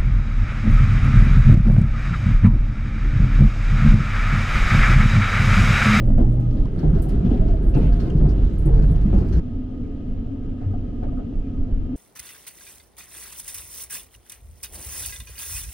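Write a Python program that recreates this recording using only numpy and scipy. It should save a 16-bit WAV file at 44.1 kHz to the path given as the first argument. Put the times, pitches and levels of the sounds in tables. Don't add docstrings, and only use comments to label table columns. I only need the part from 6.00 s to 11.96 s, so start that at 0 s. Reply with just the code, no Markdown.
import sys
import numpy as np
from scipy import signal
from scipy.io import wavfile
from scipy.ndimage import uniform_filter1d, minimum_filter1d

SR = 44100
rng = np.random.default_rng(int(sys.argv[2]) if len(sys.argv) > 2 else 0)


def attenuation_scalar(level_db):
    decades = np.asarray(level_db, float) / 20
    return 10 ** decades


def wav_out(sig):
    wavfile.write(sys.argv[1], SR, np.round(np.clip(np.atleast_2d(sig).T, -1, 1) * 32767).astype(np.int16))


N = 262836
RUN_IN, STEP, TAIL = SR // 6, 40, SR // 5
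JOIN_S = .0025
OPPOSITE = np.array([[1], [-1]])


def rms_one(x):
    return x / np.sqrt(np.mean(x ** 2) + 1e-20)


def peak_one(x):
    return x / np.max(abs(x))


def at_hz(points, hz):
    table_hz, values = np.transpose(points)
    return np.interp(np.log(hz), np.log(table_hz), values)


def filtered(x, order, hz, kind="low"):
    return signal.sosfilt(signal.butter(order, hz, kind, fs=SR, output="sos"), x)


def resonate(x, hz, width_hz):
    r = np.exp(-np.pi * width_hz / SR)
    poles = [1, -2 * r * np.cos(2 * np.pi * hz / SR), r * r]
    return signal.lfilter(np.array([1, 0, -1]) * (1 - r * r) / 2, poles, x)


def resonate_twice(x, hz, width_hz):
    return resonate(resonate(x, hz, width_hz), hz, width_hz)


def drift(rate, size):
    r = np.exp(-2 * np.pi * STEP * rate / SR)
    wander = signal.lfilter([1], [1, -2 * r, r * r], rng.standard_normal(size + 2000))
    return rms_one(wander[2000:])


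def faded(size):
    n = np.arange(size)
    return np.sin(np.pi / 2 * np.clip(np.minimum(n, size - n) / (JOIN_S * SR), 0, 1)) ** 2


def burst(rise_s, t60, size=TAIL):
    t = np.arange(size) / SR
    return (1 - np.exp(-t / rise_s)) * attenuation_scalar(-60 * t / max(t60, .02)) * faded(2 * size)[size:]


def leaned(db):
    return attenuation_scalar(db * np.array([[.5], [-.5]]))


# f/Hz, side minus mid level/dB
SIDE_DB = [(60, -24.5), (130, -18), (290, -12.5), (640, 2), (1410, -4), (3100, -2.5), (6820, 1.5),
           (15000, 2)]
# f/Hz, left minus right level/dB
LEAN = [(60, -1.5), (180, 0.5), (550, 2), (1650, 0.5), (4970, 0), (15000, 0.5)]


def spread(pair, hz):
    side = attenuation_scalar(at_hz(SIDE_DB, hz))
    both = (pair[0] + side * pair[1] * OPPOSITE) / np.sqrt(1 + side ** 2)
    return both * leaned(at_hz(LEAN, hz))


def add(out, s, sound):
    start = round(s * SR)
    cut = min(round(b * SR) for a, b in TAKES if b > s)
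    end = min(start + sound.shape[-1], cut, N)
    size = end - start
    out[:, start:end] += sound[..., :size] * faded(2 * size)[size:]


# start t/s, end t/s
TAKES = [
    (0, .6645),
    (.6645, 3.3985),
    (3.3985, 5.96),
]
# f/Hz, level/dB per Hz
BRIDGE = [(9.4, -31), (16, 6.5), (38, -7.5), (85, -4.5), (107, -27), (123, 2), (147, -15), (269, -9),
          (310, -25.5), (414, -32.5), (675, -28.5), (981, -66.5), (1310, -53.5), (2200, -60), (7000, -72.5),
          (15600, -82)]
# f/Hz, level/dB per Hz
FAST = [(9.4, -31), (16, 3.5), (49, 0.5), (147, -9.5), (226, -15), (414, -21.5), (478, -32), (601, -31.5),
        (715, -40), (981, -51), (1270, -45), (2130, -56), (3100, -57), (6950, -70), (15600, -81)]
# f/Hz, level/dB per Hz
SLOW = [(9.4, -30), (16, 6), (37, -3.5), (54, -5), (98, -5), (169, -17), (246, -15), (310, -33.5),
        (521, -27.5), (695, -40), (953, -78.5), (1240, -50.5), (1960, -55), (3010, -58.5), (6300, -67),
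        (7300, -72.5), (11500, -77.5), (13600, -83), (15600, -83.5)]
ROLLING_DB = [-20.5, -17.5, -27]


def carriage():
    out = np.zeros((2, N))
    for take, colour in enumerate([BRIDGE, FAST, SLOW]):
        start, end = (min(round(s * SR), N) for s in TAKES[take])
        end = min(end + round(JOIN_S * SR), N)
        n = start + np.arange(-RUN_IN, end - start)
        swell = swells(n[::STEP] / SR, take)
        swell -= 10 * np.log10(np.mean(10 ** (swell / 10), axis=1, keepdims=True))
        roll = attenuation_scalar(ROLLING_DB[take]) * rms_one(rolling(take, colour, n, swell))
        roll = roll + hollows(take, n, swell)
        out[:, start:end] += roll[:, RUN_IN:] * faded(end - start)
    return out


ZONES_HZ = [38, 150, 600, 2500]


def rolling(take, colour, n, swell):
    steps = n[::STEP]
    patchy_db = [1.5, 1.1, 1.2][take]
    together = drift(9, len(steps))
    white = rng.standard_normal((2, 2, len(n)))
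    edges = 16 * 2 ** (np.arange(31) / 3)
    out = 0
    for k, (low, high) in enumerate(zip(edges, edges[1:])):
        hz = np.sqrt(low * high)
        place = np.interp(np.log(hz), np.log(ZONES_HZ), np.arange(4))
        below = min(int(place), 2)
        zone_db = swell[below] + (place - below) * (swell[below + 1] - swell[below])
        flicker_db = patchy_db * (0.61 * together + drift(8.8, len(steps)))
        if hz > 900:
            flicker_db = flicker_db * 1.5
        if take == 2 and hz > 3500:
            flicker_db = flicker_db * .4
        band = filtered(white[k % 2], 3 if 300 < hz < 2000 else 2, [low, high], "band")
        gain = np.interp(n, steps, attenuation_scalar(at_hz(colour, hz) + zone_db + flicker_db))
        out = out + gain * spread(steadied(band, hz, share=0.61), hz)
    return out


# f/Hz, width f/Hz, then level/dB on the bridge, fast, slow
HOLLOWS = [(28.03, 6.8, -19, -32, -32.5), (42.96, 5.6, -23.5, -19.5, -42.5), (249.5, 64, -39.5, -44, -34),
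           (432.1, 12, -49.5, -44.5, -52), (699, 36, -64.5, -50, -56.5), (1240, 91, -61, -62.5, -64.5),
           (1634, 83, -91, -76, -80.5), (2900, 850, -68, -67, -69.5), (14900, 400, -92, -88.5, -99),
           (896, 18, -74, -60.5, -70.5)]


def hollows(take, n, swell):
    white = rng.standard_normal((2, 2, len(n)))
    out = 0
    for k, (hz, width_hz, *take_db) in enumerate(HOLLOWS):
        tone = rms_one(resonate_twice(white[k % 2], hz, width_hz))
        zone = np.argmin(abs(np.log(hz / np.array(ZONES_HZ))))
        gain = attenuation_scalar(take_db[take]) * np.interp(n, n[::STEP], attenuation_scalar(0.83 * swell[zone]))
        out = out + gain * spread(steadied(tone, hz, share=0.92), hz)
    return out


def steadied(x, hz, share):
    if hz > 260:
        return x
    power = uniform_filter1d(x[0, ::STEP] ** 2, max(round(2 * SR / hz / STEP), 1))
    mean = np.mean(power)
    gain = (mean / (power + 0.013 * mean)) ** (np.clip(share * 60 / hz, 0, .9) / 2)
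    smooth = np.interp(np.arange(x.shape[1]) / STEP, np.arange(len(gain)), gain)
    return np.array([x[0] * smooth, x[1]])


# t/s, boom level/dB at the top, half length t/s
HEAVES = [(0.163, -14.5, 0.084), (0.383, -22.5, 0.04), (0.643, -19.5, 0.03), (0.888, -16.5, 0.033),
          (0.99, -14.5, 0.037), (1.174, -14, 0.033), (1.369, -15, 0.073), (1.524, -12, 0.029),
          (1.723, -14.5, 0.074), (1.899, -12.5, 0.041), (2.268, -15.5, .09), (2.415, -13, 0.037),
          (2.644, -22, .05), (2.768, -11, 0.089), (2.959, -16, 0.063), (3.145, -16, 0.055),
          (3.365, -22.5, 0.037), (3.556, -26.5, 0.049), (4.158, -28, 0.072), (4.461, -32, 0.065),
          (4.79, -29, 0.089), (5.112, -27.5, .07), (5.379, -25.5, 0.043), (5.607, -17.5, 0.028),
          (5.763, -22.5, .06)]
CALM_BOOM_DB = [-24.5, -24.5, -33]
JOINT_DB = [2.5, 2.6, 11.9, 6.3, 5.7, 11]
# t/s, jolt level/dB over the calm roar
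LONE_JOINTS = [
    (.078, 11),
    (.178, 18),
    (4.61, 6.5),
    (5.027, 10.5),
    (5.175, 7),
]
# middle t/s, level/dB, half length t/s
STRETCHES = [(0.682, -3, 0.059), (0.972, 2.5, 0.071), (1.212, -4, 0.034), (1.271, 4, 0.13),
             (1.59, -2, 0.081), (1.899, -4.5, 0.11), (2.104, 2.5, 0.089), (2.551, -4.5, 0.15),
             (3.02, -3.5, 0.05), (3.298, -5.5, 0.096)]


def swells(t, take):
    s, top_db, half_s = np.transpose(HEAVES)[:, :, None]
    heaving = np.sum(attenuation_scalar(2 * top_db) * np.exp(-((t - s) / half_s) ** 2), axis=0)
    boom = attenuation_scalar(2 * CALM_BOOM_DB[take]) + heaving
    if take == 1:
        first_s, every_s, share = .83, .459, 1
        joints = [(first_s + k * every_s, level_db) for k, level_db in enumerate(JOINT_DB)]
    else:
        joints, share = LONE_JOINTS, 0.31
    s, peak_db, half_s = np.transpose(STRETCHES)[:, :, None]
    rough_db = np.sum(peak_db * np.exp(-((t - s) / half_s) ** 2), axis=0) * (take == 1)
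    walls = surges(t, joints, share * 0.045)
    floor = attenuation_scalar(2 * 0.88 * rough_db) + attenuation_scalar(2 * -9) * surges(t, joints, share * 0.22)
    stir = attenuation_scalar(2 * 46) * surges(t, RATTLES, 0.045) * (take < 2)
    hiss = attenuation_scalar(2 * 0.14 * rough_db) + attenuation_scalar(2 * -8) * walls + stir
    return 10 * np.log10([boom, floor, attenuation_scalar(2 * rough_db) + walls, hiss])


def surges(t, events, dies_s):
    s, level_db = np.transpose(events)[:2, :, None]
    age = np.maximum(t - s, 0)
    rise = (1 - np.exp(-age / 0.0019)) ** 2
    return np.sum(attenuation_scalar(2 * level_db) * rise * np.exp(-age / dies_s), axis=0)


# t/s, peak level/dB, floor panel f/Hz,
# clang level/dB above it, ring t60 t/s
KNOCKS = [(.078, -26, 215, -17, 0.27), (.2, -17, 238, -11.5, 0.087), (.83, -17, 154.5, -9.5, 0.2),
          (0.932, -13.5, 163, -38, 0.049), (1.23, -15, 185, -24, 0.19), (1.315, -18, 240, -15, 0.17),
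          (1.385, -20.5, 178.2, -26.5, 0.24), (1.762, -26.5, 279, -7, 0.34), (1.759, -13, 132.3, -31, 0.14),
          (1.839, -13.5, 151, -20.5, 0.059), (2.014, -26.5, 257.6, -16, 0.18),
          (2.153, -12.5, 147, -36.5, 0.078), (2.217, -10, 144.8, -20.5, 0.21),
          (2.226, -16.5, 240.4, -13.5, 0.065), (2.656, -14.5, 138.3, -16, 0.59),
          (2.732, -13, 137.8, -15, 0.73), (2.839, -19, 135, -23, 0.12), (2.913, -15.5, 151, -30, 0.13),
          (3.056, -13, 198.4, -26.5, 0.1), (3.135, -16.5, 194.5, -26, 0.11), (3.33, -14, 57.6, -33, 0.64),
          (4.654, -18.5, 95.7, -38.5, 0.6), (5.559, -27.5, 47, -42, .5), (5.728, -17.5, 32.8, -34.5, 1)]


def knocks():
    size = 2 * TAIL
    out, t = np.zeros((2, N)), np.arange(size) / SR
    for s, level_db, hz, clang_db, t60 in KNOCKS:
        panel = np.sin(2 * np.pi * hz * t) * burst(0.011, t60, size)
        neighbours = np.sin(2 * np.pi * 0.28 * hz * t) - np.sin(2 * np.pi * 1.28 * hz * t)
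        neighbours = neighbours * burst(0.0059, 0.2, size)
        thump = peak_one(panel) + attenuation_scalar(-11.5) * peak_one(neighbours)
        late = 0.11 * np.roll(thump, TAIL // 100) * OPPOSITE
        noise = rng.standard_normal((2, size)) * burst(0.0011, .3, size)
        clang = filtered(resonate(resonate(noise, 480, 450), 510, 460), 3, 880)
        clang = attenuation_scalar(clang_db) * peak_one(spread(clang, 600))
        add(out, s - .004, attenuation_scalar(level_db) * (thump * leaned(.8) + late + clang))
    return out


# top t/s, peak level/dB, f/Hz, rise t/s
PINGS = [(0.102, -48, 914, 0.0065), (0.107, -38, 663, 0.0056), (0.192, -27.5, 695, 0.0055),
         (0.2, -46, 920, 0.0099), (0.22, -33, 468, 0.006), (0.229, -38, 740, 0.006),
         (0.247, -41, 851, 0.006), (0.663, -41, 995, 0.0071), (0.836, -38, 782, 0.0059),
         (0.858, -40, 783, 0.0066), (0.963, -24.5, 393, 0.0067), (1.073, -39.5, 760, 0.0088),
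         (1.31, -41, 794, 0.0054), (1.342, -36, 744, 0.0067), (1.424, -31.5, 642, 0.011),
         (1.462, -37, 650, 0.0086), (1.502, -36.3, 702, 0.0097), (1.544, -32, 638, 0.006),
         (1.761, -34.5, 695, 0.016), (1.771, -32.5, 850, 0.0056), (1.776, -18, 289, 0.008),
         (1.781, -32, 506, 0.006), (1.816, -44, 910, 0.0046), (1.841, -37, 613, 0.0073),
         (1.856, -43.5, 863, 0.0059), (1.911, -37.5, 699, 0.023), (2.235, -28.5, 527, 0.006),
         (2.26, -35.5, 679, 0.006), (2.262, -53, 958, 0.0064), (2.681, -43, 700, 0.011),
         (2.686, -44.5, 840, 0.011), (2.734, -49, 896, 0.006), (2.774, -44.5, 897, 0.007),
         (3.148, -33.5, 546, 0.006), (3.155, -39.5, 745, 0.0078), (3.168, -43.5, 860, 0.013),
         (3.4, -55, 915, 0.005), (3.402, -53, 700, 0.0044), (4.62, -43, 716, 0.006),
         (4.747, -35.5, 713, 0.0064), (5.034, -53, 897, 0.0068), (5.034, -43, 540, 0.006),
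         (5.036, -37, 712, 0.013), (5.068, -38, 570, 0.006), (5.131, -41, 702, 0.011),
         (5.183, -40, 462, 0.006), (5.196, -38.5, 690, 0.0066), (5.692, -57, 950, 0.0047)]
# top t/s, peak level/dB, f/Hz, rise t/s
CHINKS = [(.212, -49, 1395, 0.0052), (.656, -56, 3190, 0.0028), (.791, -53, 4460, 0.005),
          (.796, -53, 5560, 0.0035), (1.754, -48, 2460, .005), (1.756, -49.5, 2700, 0.006),
          (1.846, -53, 2660, 0.0049), (1.875, -45, 1540, .004), (1.926, -54, 4382, .004),
          (1.93, -46, 1610, 0.0032), (2.0, -56, 4380, .004), (2.008, -53, 5512, 0.0036),
          (2.013, -59, 3413, .004), (2.07, -60, 4700, .004), (2.103, -48, 3170, 0.0026),
          (2.105, -47.5, 2840, .003), (2.292, -56, 4760, .004), (2.3, -56, 5517, 0.0038),
          (3.332, -58, 4280, 0.0046), (3.335, -61, 5930, .004), (5.029, -57, 1530, 0.0065),
          (5.09, -48.5, 1226, 0.0057), (5.175, -50, 1260, 0.0047), (5.198, -54, 1315, 0.0054)]
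# top t/s, peak level/dB, f/Hz, rise t/s
THROBS = [(.112, -24.5, 263, .01), (.212, -18.5, 264.5, 0.01104), (.878, -15.5, 141.3, .012),
          (1.26, -18, 241.5, 0.01372), (1.858, -23, 282, .011), (2.696, -16, 145.2, 0.0194),
          (2.814, -19, 142.7, 0.0154), (3.577, -32, 282, 0.01214), (4.21, -27.5, 228.5, 0.0134),
          (4.32, -26, 270.7, 0.01227), (4.505, -28.5, 257, 0.01176), (4.844, -30.5, 246.7, .012),
          (4.949, -27.5, 248.4, 0.0146), (5.151, -29, 248.7, .024), (5.582, -26.5, 269, .012),
          (5.642, -29.5, 256.6, 0.0201), (5.902, -24.5, 249.6, 0.0117), (5.937, -28, 279.6, 0.0125),
          (.025, -39.5, 551, .018), (.335, -43.5, 600, 0.0087), (.395, -47.5, 812, 0.022),
          (.85, -23.5, 306, .01), (.985, -36, 652, 0.014), (1.215, -40, 643, .012),
          (1.335, -36.5, 556, 0.0078), (1.663, -35.5, 620, .008), (1.685, -28.5, 322, .01),
          (2.665, -21.5, 326, 0.01044), (2.735, -31, 454, .03), (3.09, -27.5, 311, 0.01484),
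          (2.24, -19, 203, 0.013), (3.138, -17.5, 212, .008), (1.322, -21, 279, 0.01053)]


def ringing_parts():
    return ring(PINGS, slower=1.3) + ring(CHINKS, slower=1.05) + ring(THROBS, slower=1.105)


def ring(rows, slower):
    out, t = np.zeros((2, N)), np.arange(TAIL) / SR
    for (s, level_db, hz, rise_s), turns in zip(rows, rng.random((len(rows), 2))):
        rise_s = slower * max(rise_s, .001)
        tone = np.sin(2 * np.pi * (hz * t + turns[:, None]))
        envelope = t / rise_s * np.exp(1 - t / rise_s)
        take_start = max(a for a, b in TAKES if a <= s)
        add(out, max(s - rise_s, take_start), attenuation_scalar(level_db) * envelope * spread(tone, hz))
    return out


# t/s, peak level/dB, f/Hz, left minus right level/dB
RATTLES = [(0.04, -54.5, 2960, -7.5), (0.1745, -62, 3090, -9), (0.3982, -52.5, 2870, 0.5),
           (0.509, -51, 3280, 4), (0.6567, -58.5, 3000, 7), (0.7892, -47, 4530, 10), (0.948, -47, 2930, -2),
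           (0.9827, -49.5, 2880, 0), (1.023, -49, 2720, 1), (1.091, -42, 3080, 0), (1.2357, -55.5, 2920, 5),
           (1.4804, -48, 2790, -5), (1.7427, -40, 2760, -1.5), (1.8243, -47, 3110, 1),
           (1.925, -41.5, 4300, 1), (1.9977, -39, 4360, -4), (2.098, -58, 2790, -27),
           (2.172, -49.5, 2970, -1), (2.2883, -44, 2800, -1.5), (2.7332, -47, 2780, 0),
           (2.82, -44.5, 2700, 1.5), (2.9547, -47, 2900, 7), (3.013, -49.5, 2720, -2),
           (3.1414, -50.5, 2920, 1), (3.2844, -52, 2940, 18), (3.3242, -41, 4300, -2)]


def rattles():
    out = np.zeros((2, N))
    for s, level_db, hz, lean_db in RATTLES:
        noise = rng.standard_normal((2, TAIL)) * burst(0.00098, 0.13)
        chatter = resonate(noise, hz, 350) + attenuation_scalar(-5.0) * resonate(noise, 4400, 300)
        chatter = filtered(chatter + attenuation_scalar(-8.0) * resonate_twice(noise, 4200, 5200), 6, 6600)
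        add(out, s, attenuation_scalar(level_db - 3.5) * leaned(lean_db) * peak_one(spread(chatter, 3000)))
    return out


# start t/s, length t/s, rms level/dB, f/Hz, width f/Hz
SHUDDERS = [(0.184, 0.033, -51, 700, 452), (0.646, 0.03, -62.5, 4000, 3000), (0.78, 0.02, -57, 1600, 300),
            (1.24, 0.038, -56.5, 2930, 1310), (1.303, .045, -55, 2900, 1700),
            (1.369, 0.0097, -53.5, 2640, 1500), (1.402, 0.17, -41.5, 660, 100),
            (1.735, 0.035, -51.5, 2610, 607), (1.807, 0.087, -53.5, 2400, 1220),
            (1.899, 0.044, -47, 673, 90), (2.001, 0.079, -63.5, 4580, 1800),
            (2.284, 0.035, -60.5, 4800, 2500), (2.73, 0.067, -65, 4530, 1515),
            (2.786, 0.052, -53, 1604, 250), (3.174, 0.041, -61.5, 4470, 2510),
            (3.318, 0.042, -52.5, 1580, 398), (3.321, 0.02, -56, 5800, 705), (3.36, .036, -61, 5200, 2600),
            (2.595, .05, -71.5, 11050, 6000), (2.778, 0.17, -72.5, 11000, 7000),
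            (1.787, 0.18, -74, 10560, 7000), (3.322, 0.039, -61.5, 4250, 500),
            (4.599, 0.069, -61.5, 1380, 900), (5.027, 0.021, -54, 1210, 1097),
            (5.164, 0.035, -56.5, 1250, 360)]


def shudders():
    size = TAIL + TAIL // 4
    out, t = np.zeros((2, N)), np.arange(size) / SR
    for s, length_s, level_db, hz, width_hz in SHUDDERS:
        clicks = rng.standard_normal((2, size)) * attenuation_scalar(2 * rng.exponential(1, size))
        shaking = np.clip(t / 0.0049, 0, 1) * attenuation_scalar(-600 * np.maximum(t - length_s, 0))
        body = rms_one(resonate_twice(clicks, hz, width_hz))
        add(out, s, attenuation_scalar(level_db) * shaking * faded(size) * spread(body, hz))
    return out


# t/s, peak level/dB, top f/Hz
SNAPS = [
    (.001, -38.5, 3000),
    (.042, -48, 4500),
    (0.508, -44.5, 5000),
    (0.6545, -50, 4500),
    (0.6644, -36.5, 2780),
    (2.1, -46, 7960),
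    (3.013, -55, 9440),
    (3.3983, -29.5, 1580),
    (5.033, -52, 995),
]


def snaps():
    out, size = np.zeros((2, N)), TAIL // 8
    for s, level_db, top_hz in SNAPS:
        click = rng.standard_normal((2, size)) * burst(.001, .022, size)
        click = filtered(click, 3, [top_hz / 9, top_hz], "band")
        add(out, s, attenuation_scalar(level_db) * peak_one(click[0] + 0.17 * click[1] * OPPOSITE))
    return out


# t/s, peak level/dB, tilt level/dB from lowest to highest mode
TICKS = [(0.072, -59, -9.5), (0.252, -62, -5.5), (0.327, -58, -10.5), (0.402, -58.5, -8), (0.664, -64, -1),
         (0.732, -64, -3.5), (0.7884, -59.5, -1.5), (0.909, -61.5, -5.5), (.985, -59, 0.5),
         (1.022, -38.5, -1.5), (1.088, -46.5, -6), (1.1862, -60, -5.5), (1.534, -61.5, -1),
         (1.628, -58.5, -7.5), (1.6496, -52.5, 6), (1.6895, -50.5, -6), (1.775, -51, -9),
         (1.861, -56.5, -3), (2.288, -57.5, 0), (2.533, -59, 0.5), (2.585, -48.5, -9.5),
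         (2.6588, -44.5, -8), (2.835, -55, -4.5), (2.868, -59, -4.5), (2.9103, -48.5, -8.5),
         (3.0139, -60.5, -7), (3.1834, -54.5, 1.5), (3.275, -56, 3), (3.331, -57.5, -7.5),
         (5.168, -69, -15.5)]
# f/Hz, width f/Hz, level/dB
TICK_MODES = [(9200, 1300, 1), (9900, 900, 1), (10800, 1400, -1), (12900, 1400, -4.5), (15000, 1500, -5)]


def ticks():
    out, t60 = np.zeros((2, N)), 0.03
    slow = attenuation_scalar(-12.0) * burst(0.011, 4.6 * t60)
    shapes = [burst(.012 * (9000 / hz) ** 2, t60) + slow for hz, _, _ in TICK_MODES]
    for s, level_db, tilt_db in TICKS:
        noise = rng.standard_normal((2, TAIL))
        count = len(TICK_MODES)
        strengths_db = rng.normal(0, 0.79, count) + np.linspace(0, tilt_db, count)
        tick = 0
        for k, (hz, width_hz, mode_db) in enumerate(TICK_MODES):
            mode = resonate(noise * shapes[k], hz, width_hz)
            tick = tick + attenuation_scalar(mode_db + strengths_db[k]) * mode * (-1) ** k
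        tick = filtered(tick, 4, 7000, "high")
        add(out, s - .003, attenuation_scalar(level_db + 1.5) * leaned(2) * peak_one(spread(tick, 3000)))
    return out


# start t/s, length t/s, rms level/dB, f/Hz
SQUEAKS = [(.79, 0.027, -79, 14360), (0.949, 0.01, -79, 14800), (0.984, 0.022, -71.5, 14600),
           (1.35, .02, -72.5, 14900), (1.966, .035, -77, 14800), (2.94, 0.065, -75, 11800),
           (3.18, .03, -74, 14900)]


def squeaks():
    out, t = np.zeros((2, N)), np.arange(TAIL // 2) / SR
    for s, length_s, level_db, hz in SQUEAKS:
        tone = rms_one(resonate_twice(rng.standard_normal((2, len(t))), hz, 120))
        gain = attenuation_scalar(level_db - 1500 * np.maximum(t - length_s, 0)) * faded(len(t))
        add(out, s, gain * spread(tone, hz))
    return out


# t/s, peak level/dB, f/Hz
CLANKS = [
    (4.615, -39.5, 740),
    (4.733, -33, 663),
    (5.032, -32.5, 694),
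    (5.119, -32.5, 640),
    (5.191, -35, 675),
]


def clanks():
    out = np.zeros((2, N))
    for s, level_db, hz in CLANKS:
        noise = rng.standard_normal((2, TAIL)) * burst(0.0057, 0.11)
        clank = resonate_twice(noise, hz, 220)
        add(out, s - .002, attenuation_scalar(level_db - 2.0) * peak_one(spread(clank, hz)))
    return out


# t/s, f/Hz, level/dB
HUM = [
    (0, 118.6, -22.5),
    (.15, 119.8, -22.5),
    (.3, 120.3, -20.5),
    (.5, 120.4, -22),
    (.6, 119.5, -31),
    (.66, 115, -25.5),
]


def hum():
    s, hz, level_db = np.transpose(HUM)
    t, steps = np.arange(N) / SR, N // STEP
    tone = np.sin(2 * np.pi * np.cumsum(np.interp(t, s, hz)) / SR)
    waver_db = 1.4 * np.interp(np.arange(N) / STEP, np.arange(steps), drift(13, steps))
    edges = np.clip(np.minimum(t, TAKES[0][1] - t) / JOIN_S, 0, 1)
    return np.sqrt(2) * attenuation_scalar(np.interp(t, s, level_db) + waver_db) * tone * edges


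def scene():
    blows = knocks() + clanks() + rattles() + ticks() + shudders() + snaps() + squeaks()
    return carriage() + blows + ringing_parts() + hum()


# lowest f/Hz of the band, share of the time it is kept
STARVED = [
    (12800, .1),
    (13450, .2),
    (14150, .5),
    (14850, .7),
    (15500, .55),
]


def starved(x):
    start, lead_s = round(TAKES[2][0] * SR) - RUN_IN, RUN_IN / SR + .03
    hz, frames, bins = signal.stft(x[:, start:], SR, nperseg=1024)
    chance = uniform_filter1d(rng.standard_normal((len(STARVED) + 1, len(frames))), size=4)
    tops_hz = [low_hz for low_hz, _ in STARVED[1:]] + [SR]
    for (low_hz, share), high_hz, own in zip(STARVED, tops_hz, chance[1:]):
        luck = own + chance[0]
        kept = (luck < np.quantile(luck, share)) | (frames < lead_s)
        bins[:, (hz >= low_hz) & (hz < high_hz)] *= kept
    patchy = signal.istft(bins, SR, nperseg=1024)[1][:, :N - start]
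    return np.concatenate([x[:, :start], patchy], axis=1)


def band_limit(x):
    return signal.sosfilt(signal.butter(12, 15700, fs=SR, output="sos"), x)


def record(dry):
    room = np.minimum(1, .604 / (np.max(abs(dry), axis=0) + 1e-9))
    lowest = minimum_filter1d(room, size=801)
    gain = uniform_filter1d(uniform_filter1d(lowest, size=400), size=400)
    mix = starved(gain * dry)
    return band_limit(mix)


dry = scene()
out = record(dry)
wav_out(out)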